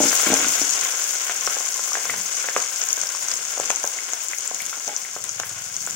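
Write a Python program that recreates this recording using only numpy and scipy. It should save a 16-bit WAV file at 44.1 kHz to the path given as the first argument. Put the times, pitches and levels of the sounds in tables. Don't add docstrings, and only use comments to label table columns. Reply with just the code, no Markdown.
import sys
import numpy as np
from scipy import signal
from scipy.fft import rfft, irfft, next_fast_len
from scipy.io import wavfile
from scipy.ndimage import map_coordinates

SR = 44100
rng = np.random.default_rng(int(sys.argv[2]) if len(sys.argv) > 2 else 0)


def generate_wav(sig):
    pcm = np.round(np.clip(np.atleast_2d(sig).T, -1, 1) * 32767).astype(np.int16)
    wavfile.write(sys.argv[1], SR, pcm)


def convert_level_to_amplitude(level_db):
    exponent = np.asarray(level_db, float) / 20
    return 10 ** exponent


N = 262395


def frying():
    shared = crackle(per_s=2200, spread_db=3.5, clump_db=0.8, hiss=0.4)
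    return fine_fizz(shared) + bubbling(shared) + steam_hiss(shared) + rumble()


# time_s, fizz level_db
VIGOUR = [(0, -16.5), (.4, -19), (1.23, -24), (1.6, -23.5), (1.85, -23.5), (2.8, -26), (3.7, -26.5),
          (4.4, -29), (4.7, -28), (5.05, -30.5), (5.6, -30.5), (5.95, -28.5)]


def vigour_db(s):
    return np.interp(s, *np.transpose(VIGOUR))


def follow_fizz(over_db, slope, waver_db):
    fizz_db = vigour_db(np.arange(N) / SR)
    mean_db = fizz_db.mean()
    return convert_level_to_amplitude(waver_db * wobble(7.0) + mean_db + over_db + slope * (fizz_db - mean_db))


# pitch_hz, relative level_db per Hz
FIZZ_COLOUR = [(1760, -41.5), (3000, -23.5), (3290, -27.5), (4100, -16.5), (6300, -1), (6680, 1),
               (9970, -17.5), (12000, -27), (15600, -27.5), (22000, -120)]
# pitch_hz, width_hz of each of two resonances, gain_db
DROPLET_TONES = [(5420, 1300, -6.5), (6200, 1300, 0), (6800, 430, 2.5), (7560, 350, -3)]


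def fine_fizz(shared):
    ticks = 0
    for mode in DROPLET_TONES:
        bursts = crackle(per_s=130, spread_db=2.5, clump_db=2.0, hiss=0.013)
        ticks = ticks + filtered(bursts, lambda hz: modes([mode])(hz) ** 2 / convert_level_to_amplitude(mode[2]))
    fine = unit(filtered(shared, causal(FIZZ_COLOUR))) + 0.54 * unit(ticks)
    return convert_level_to_amplitude(vigour_db(np.arange(N) / SR)) * fine


# pitch_hz, relative level_db per Hz
BUBBLING_COLOUR = [(150, -47.5), (250, -14), (682, -11), (1220, -6.5), (1390, 2.5), (1750, -2.5), (3400, 0),
                   (4150, -7.5), (5850, -30), (9900, -120)]


def bubbling(shared):
    bursts = crackle(per_s=500, spread_db=-1, clump_db=1.0, hiss=1.0) + 0.3 * shared
    low = filtered(bursts, causal(BUBBLING_COLOUR))
    low = low + pot_ring(low)
    return follow_fizz(over_db=-9.5, slope=0.99, waver_db=0.9) * unit(low)


# pitch_hz, relative level_db per Hz
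STEAM_COLOUR = [(4000, -120), (6500, -17), (8500, -1), (9980, -2.5), (13300, -3.5), (14900, -3),
                (15900, 2.5)]


def steam_hiss(shared):
    bursts = crackle(per_s=1800, spread_db=2.5, clump_db=1.9, hiss=0.45) + 0.12 * shared
    return follow_fizz(over_db=-6.5, slope=1.05, waver_db=1.2) * unit(filtered(bursts, causal(STEAM_COLOUR)))


# pitch_hz, relative level_db per Hz
RUMBLE_COLOUR = [(15, -28), (30, -17), (60, -15), (140, -11.5), (210, -1.5), (270, -12.5), (400, -19),
                 (660, -120)]
# time_s, level_db
RUMBLE_LEVEL = [(0, -60), (.5, -49.5), (.9, -73), (1.3, -60.5), (2.03, -61), (2.1, -44.5), (2.22, -46),
                (2.3, -64), (3.3, -62.5), (4.75, -64), (4.9, -61), (5.7, -63), (5.95, -50.5)]


def rumble():
    noise = unit(filtered(rng.standard_normal((2, N)), causal(RUMBLE_COLOUR)))
    return noise * convert_level_to_amplitude(2.2 * wobble(5)) * convert_level_to_amplitude(curve(RUMBLE_LEVEL))


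# peak_s, ring_db, ring_hz, spray_db
BIG_SPITS = [(.0635, -8, 6400, -6), (0.2053, 4, 6570, -17), (.5555, 0, 6900, -20), (0.702, 5, 6700, -1),
             (.8498, 5, 6660, -13), (1.132, -3, 6800, -22), (1.551, 1, 6730, -20), (2.2137, 2, 6880, -20),
             (2.369, 1, 6520, -20), (2.6208, -1, 6940, -20), (2.814, -1, 5800, -25),
             (3.5803, 1.5, 6540, -25), (3.7512, 0, 6470, -20), (0.133, -10, 6200, -18),
             (0.34, 12, 6100, 11.5), (.485, 5, 6650, 3.5), (0.6168, 7, 5860, -32), (0.7081, 7, 6800, 4),
             (0.812, 5, 6650, 5.5), (1.363, 1, 6800, -24), (1.41, 1, 6200, -20), (1.4674, 4.5, 5700, 3),
             (1.6875, 4, 6740, -9), (1.933, 3.5, 5940, -23), (2.105, 0, 7150, 2), (2.26, -2, 6800, -12),
             (2.817, 4.5, 6270, -25), (2.838, 5, 6860, -28), (2.888, 4.5, 6800, -27), (2.905, 1, 5800, -20),
             (2.93, 12.5, 6600, -21), (2.969, 0, 6800, -25), (3.004, -3, 6260, -25),
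             (3.0153, 5.5, 6160, -2), (3.07, -2, 5370, -27), (3.0908, 1, 6100, -31),
             (3.1505, -3, 5600, -30), (3.2273, -0.5, 6800, -6), (3.233, -4, 6800, -1),
             (3.285, 3, 6200, -0.5), (3.316, 2, 5260, 1), (3.34, 2, 6950, -2), (3.356, -3, 7690, -20),
             (3.3714, -2, 6500, -4), (3.452, 0.5, 6400, -26), (3.5395, -1, 6200, -29), (3.6, 6, 7100, -14),
             (3.6574, 3, 6500, -26), (3.6988, 5, 6800, -21), (3.703, 3.5, 7640, 0), (3.7048, 6, 6530, -20),
             (3.7142, 6, 6450, -13), (3.7601, 6.5, 6600, -23), (3.839, 4, 6200, -15), (3.852, 0, 6800, -27),
             (4.135, 6.5, 6430, -31), (4.285, 3, 6800, -5), (4.385, 3, 6600, -8), (4.477, 4, 7440, -21),
             (4.5463, 2, 6700, -1), (4.6187, -4, 7100, 5), (4.664, 1, 6500, 0.5), (4.8782, 3.5, 6170, -25),
             (4.9644, 6.5, 6200, -16), (5.0173, -4, 6240, -29), (5.2401, -2, 6600, 3),
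             (5.293, 2, 6200, -32), (5.3998, 4, 6560, -2), (5.4943, -10, 6740, -1.5),
             (5.743, -7, 5900, -31), (5.766, 3.5, 6460, -28), (5.865, 3, 7300, -22), (5.909, 1, 7040, -22)]


def spits():
    s, fizz_db, (size, pitch, wet) = scattered(count=200)
    db = fizz_db + 12.5 + 4.0 * size
    small = [s, db, 6500 * np.exp(.07 * pitch), db - 16 + 5 * wet]
    s, ring_db, hz, spray_db = np.hstack([np.transpose(BIG_SPITS), small])
    spray = rings(s, spray_db, 1.3 * hz, cycles=1.0, rise=0.021, lead=0.000032, soft=0.28)
    ring = rings(s, ring_db, hz, cycles=3.3, rise=0.0018, lead=-0.0004, soft=2.2)
    return ring + echoes(spray, t60_scale=0.2)


# peak_s, thud_db, tone_hz, tone_db
BIG_POPS = [(0.1302, 1, 1480, -9), (.405, -8, 1520, -12.5), (0.446, -8, 1350, -11),
            (0.6161, -2.5, 1830, -22), (1.297, -3, 1590, -11), (1.4755, 0.5, 1360, -7.5),
            (1.5691, -1, 1490, -18), (1.607, -8, 1320, -18.5), (1.7947, -7.5, 1400, -17),
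            (1.877, -15, 1230, -22), (1.92, -21, 1230, -16), (1.954, -4, 1630, -7),
            (1.9724, -2.5, 1580, -15.5), (2.055, -7.5, 1260, -19), (2.0972, -3.5, 1370, -10.5),
            (2.1407, -4.5, 1580, -12.5), (2.4438, -7, 1490, -16), (2.4874, -2, 1720, -7.5),
            (2.5648, 8.5, 1130, -7), (2.978, -7, 1520, -18), (3.0349, -9.5, 1480, -17.5),
            (3.1494, -22, 1180, -20), (3.285, -19, 1430, -19), (3.577, -2, 1220, -26),
            (3.5997, 4, 1120, -46), (3.608, -23, 1560, -21), (3.677, -28, 2620, -16),
            (3.7035, 4, 1950, -17), (3.8436, 3, 1530, -16), (3.965, -16, 1310, -34),
            (4.1337, -7, 1400, -21), (4.5136, -3, 1600, -30), (5.1647, -4.5, 1270, -21),
            (5.3997, -3.5, 1360, -14.5), (5.435, -17, 1640, -13), (5.875, -7, 1470, -16.5)]
# time_s, level_db, pitch_hz
SKIN_CRACKS = [(.4457, -4, 3000), (2.0972, -5, 2200), (2.1404, -13, 2400), (2.5638, -4, 2180),
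               (3.7030, -3, 2800), (3.7042, -9, 2800), (5.3995, -12, 2800)]


def pops():
    s, fizz_db, (push, pitch, size) = scattered(count=20)
    db = fizz_db - 4
    small = [s, db + 3 * push, 1700 * np.exp(.14 * pitch), db + 3 * size]
    s, thud_db, hz, tone_db = np.hstack([np.transpose(BIG_POPS), small])
    thud_hz = 690 * (hz / 1500) ** 0.5
    thud = rings(s, thud_db, thud_hz, cycles=0.24, rise=0.0057, lead=-0.00085)
    tone = rings(s, tone_db, hz, cycles=1.4, rise=0.0053, lead=-0.00069)
    snap = rings(s, tone_db - 1.5, 3100 + 0 * hz, cycles=0.55, rise=0.0033, lead=-0.0005)
    burst = thud + tone + snap
    burst = burst + 0.59 * pot_ring(burst)
    cracks = rings(*np.transpose(SKIN_CRACKS), cycles=1.0, rise=0, lead=-0.000041, soft=0.2)
    return shed_bass(burst + cracks, 220)


# peak_s, pitch_hz, level_db
SINGING_BUBBLES = [(2.0985, 2120, -12.5), (2.1005, 2220, -12), (2.622, 1500, -23), (2.639, 2200, -19),
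                   (3.708, 1410, -15.5), (3.9879, 2120, -14), (4.206, 2600, -21), (4.3345, 2120, -10.5),
                   (4.604, 2220, -14.5), (4.7296, 1380, -17.5), (4.8938, 2120, -22), (5.05, 2080, -19.5)]


def pings():
    s, hz, db = np.transpose(SINGING_BUBBLES)
    return rings(s, db, hz, cycles=3.2, rise=0.002, lead=-0.0008, soft=0.5)


# pitch_hz, width_hz, gain_db
POT_MODES = [(501, 260, 3.5), (716, 25, 6.5), (1048, 62, 5.5), (1456, 24, -3.5), (1580, 33, 1),
             (2120, 123, -0.5)]


def pot_ring(x):
    return filtered(x, modes(POT_MODES))


# time_s, deep modes_db, upper modes_db, clink_db
KNOCKS = [(.004, -11.5, -17.5, -35), (.054, -19, -37, -38), (.264, -42, -37, -18), (0.269, -16, -29, -18),
          (0.288, -22, -30, -35), (0.303, -15, -28, -24), (.322, -13.5, -22.5, -27), (.333, -27, -19, -35),
          (0.465, -24.5, -48, -45), (4.775, -44, -43, -55), (4.874, -35, -39, -31), (4.881, -56, -32, -42),
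          (4.891, -44, -31.5, -40), (4.897, -48, -34, -33), (4.904, -55, -48, -45)]
# start_s, length_s, deep modes_db, upper modes_db
LADLE_DRAGS = [(0.029, 0.051, -22, -27), (0.343, 0.029, -47, -36), (0.402, 0.09, -28, -32.5),
               (0.617, 0.059, -32, -55)]
# pitch_hz, level_db, decay in cycles
FLOOR_MODES = [(112, -5, 0.97), (229, -8, 3.2), (280, 1, 3.8), (340, -9, 3), (460, 1, 3.5),
               (605, -2.5, 6.5), (720, -6, 5), (830, -3, 6), (1370, -4, 6), (1600, -5, 6), (2250, 0, 7),
               (3200, 0, 8), (4250, -2, 9)]


def ladle():
    drags = [skips(*drag, count=8) for drag in LADLE_DRAGS]
    s, deep_db, upper_db, clink_db = np.hstack([np.transpose(KNOCKS)] + drags)
    vary_db = rng.normal(0, 2, (len(s), len(FLOOR_MODES)))
    knocks = 0
    for k, (hz, db, cycles) in enumerate(FLOOR_MODES):
        blow_db = deep_db if hz < 400 else upper_db if hz < 1000 else clink_db
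        blow_db = blow_db + db + vary_db[:, k]
        knocks = knocks + rings(s, blow_db, hz + 0 * s, cycles, rise=0, lead=-0.7 / hz, soft=0.64)
    return shed_bass(knocks, 190)


def skips(start, length, deep_db, upper_db, count):
    jitter, size = rng.standard_normal((2, count))
    t = np.arange(count) * 0.021
    fade_db = -7 * t / length - 200 * np.maximum(t / length - 1, 0) + 3 * size
    return [start + t + 0.00264 * jitter, deep_db + fade_db, upper_db + fade_db, upper_db - 6 + fade_db]


# time_s, level_db
ENGINE_LEVEL = [(5.1, -84), (5.17, -58), (5.35, -55), (5.54, -51), (5.75, -58), (5.84, -57), (5.95, -60)]


def engine():
    firings_hz, start_phase = 19.9, 0.302
    firings = np.diff(np.floor(np.arange(N) * firings_hz / SR + start_phase), prepend=0)
    uneven = firings * convert_level_to_amplitude(0.8 * wobble(30)) + .005 * rng.standard_normal(N)
    exhaust = modes([(111, 40, 0), (40, 16, -8), (160, 20, -8)])
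    return unit(filtered(uneven, lambda hz: exhaust(hz) ** 2)) * convert_level_to_amplitude(curve(ENGINE_LEVEL))


# pitch_hz, t60_s
KITCHEN_DECAY = [(300, 0.86), (2000, 0.56), (7000, 0.13), (14000, 0.013)]


def echoes(x, t60_scale):
    step, out = round(.3 * SR), np.zeros(N + 2 * SR)
    for a in range(0, N, step):
        hz, t, z = signal.stft(rng.standard_normal(SR // 4), SR, nperseg=128)
        t60 = t60_scale * along(KITCHEN_DECAY, hz)[:, None]
        tail = signal.istft(z * convert_level_to_amplitude(-60 * t / t60), SR, nperseg=128)[1]
        wet = signal.fftconvolve(x[a:a + step], tail / np.linalg.norm(tail))
        out[a:a + len(wet)] += wet
    return out[:N]


def crackle(per_s, spread_db, clump_db, hiss):
    draw = rng.random((4, N))
    size_db = np.minimum(-spread_db * np.log(draw[0] + 1e-9), 15)
    size = convert_level_to_amplitude(size_db) * (draw[1] < per_s / SR)
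    clicks = unit(size * np.sign(draw[2:] - .5))
    clumps = wobble(90) + wobble(35) + 0.3 * wobble(12)
    fade = np.exp(-1 / (.002 * SR))
    sputter = unit(np.sqrt(signal.lfilter([1], [1, -fade], size ** 2)))
    noise = (hiss + .4 * sputter) * rng.standard_normal((2, N))
    return unit((clicks + noise) * convert_level_to_amplitude(clump_db * clumps))


def rings(times, peak_db, hz, cycles, rise, lead, soft=0.42):
    out = np.zeros(N + SR)
    for s, db, f in zip(times, peak_db, hz):
        turns = f * np.arange(round(10 * cycles / f * SR)) / SR
        swell = 1 - np.exp(-(turns / soft) ** 2)
        tone = np.sin(2 * np.pi * (turns + rise * turns ** 2 / 2)) * np.exp(-turns / cycles) * swell
        out[max(round((s + lead) * SR), 0):][:len(turns)] += convert_level_to_amplitude(db) * tone
    return out[:N]


def scattered(count):
    draw = rng.standard_normal((count, 3))
    s = rng.random(count) * N / SR
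    return s, np.minimum(vigour_db(s), -23), draw.T


def unit(x):
    return x / np.sqrt(np.mean(x ** 2) + 1e-20)


def along(points, hz):
    f, v = np.transpose(points)
    return np.interp(np.log(hz + 1), np.log(f + 1), v)


def curve(points):
    return np.interp(np.arange(N) / SR, *np.transpose(points))


def wobble(rate):
    return map_coordinates(rng.standard_normal(400 + N // 100), [np.arange(N) * min(rate, 400) / SR])


def filtered(x, response):
    m = next_fast_len(N + SR // 2)
    return irfft(rfft(x, m) * response(np.fft.rfftfreq(m, 1 / SR)), m)[..., :N]


def causal(spectrum):
    def response(hz):
        c = irfft(np.log(np.maximum(convert_level_to_amplitude(along(spectrum, hz)), 1e-6)))
        c[1:len(c) // 2] *= 2
        c[len(c) // 2 + 1:] = 0
        return np.exp(rfft(c))
    return response


def modes(table):
    return lambda f: sum(convert_level_to_amplitude(db) * 1j * f * w / (c * c - f * f + 1j * f * w) for c, w, db in table)


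def shed_bass(x, corner_hz):
    return filtered(x, lambda f: (1j * f / corner_hz / (1 + 1j * f / corner_hz)) ** 2)


# pitch_hz, left-right likeness (0 to 1)
PORT_LIKENESS = [(60, .75), (110, .85), (250, .95), (600, .86), (1200, .3), (1900, .14), (15000, .07)]
# pitch_hz, cut of the right_db
RIGHT_CUT = [(60, 2), (250, 5), (800, -2.5), (1800, 1.5), (2800, 1), (4200, 7.5), (6500, 7.5), (10000, 16),
             (15000, 12.5)]


def scene():
    spitting, thumps = spits(), pops() + pings() + ladle()
    sharp = spitting + thumps
    direct, twin = frying() + engine()
    left = direct + sharp + convert_level_to_amplitude(-11) * echoes(sharp, t60_scale=0.4)

    detour_s = 0.0001
    around = filtered(thumps, lambda hz: np.exp(-2j * np.pi * hz * detour_s))
    shaded = twin + echoes(spitting, t60_scale=0.076) + convert_level_to_amplitude(-2.5) * around
    shaded = shaded + convert_level_to_amplitude(-10) * echoes(sharp, t60_scale=0.6)

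    lead_s = 4.5e-5
    alike = lambda hz: np.clip(along(PORT_LIKENESS, hz), 0, 1)
    common = filtered(left, lambda hz: alike(hz) * np.exp(-2j * np.pi * hz * lead_s))
    right = common + filtered(shaded, lambda hz: np.sqrt(1 - alike(hz) ** 2))
    return np.array([left, filtered(right, lambda hz: convert_level_to_amplitude(-along(RIGHT_CUT, hz)))])


def roll_off(x):
    return signal.sosfilt(signal.butter(12, 16070, fs=SR, output="sos"), x)


def record(dry):
    top = .85
    rounded = dry / (1 + np.abs(dry / top) ** 6) ** (1 / 6)
    mix = filtered(rounded, lambda hz: hz < 15800)
    return roll_off(mix)


dry = scene()
out = record(dry)
generate_wav(out)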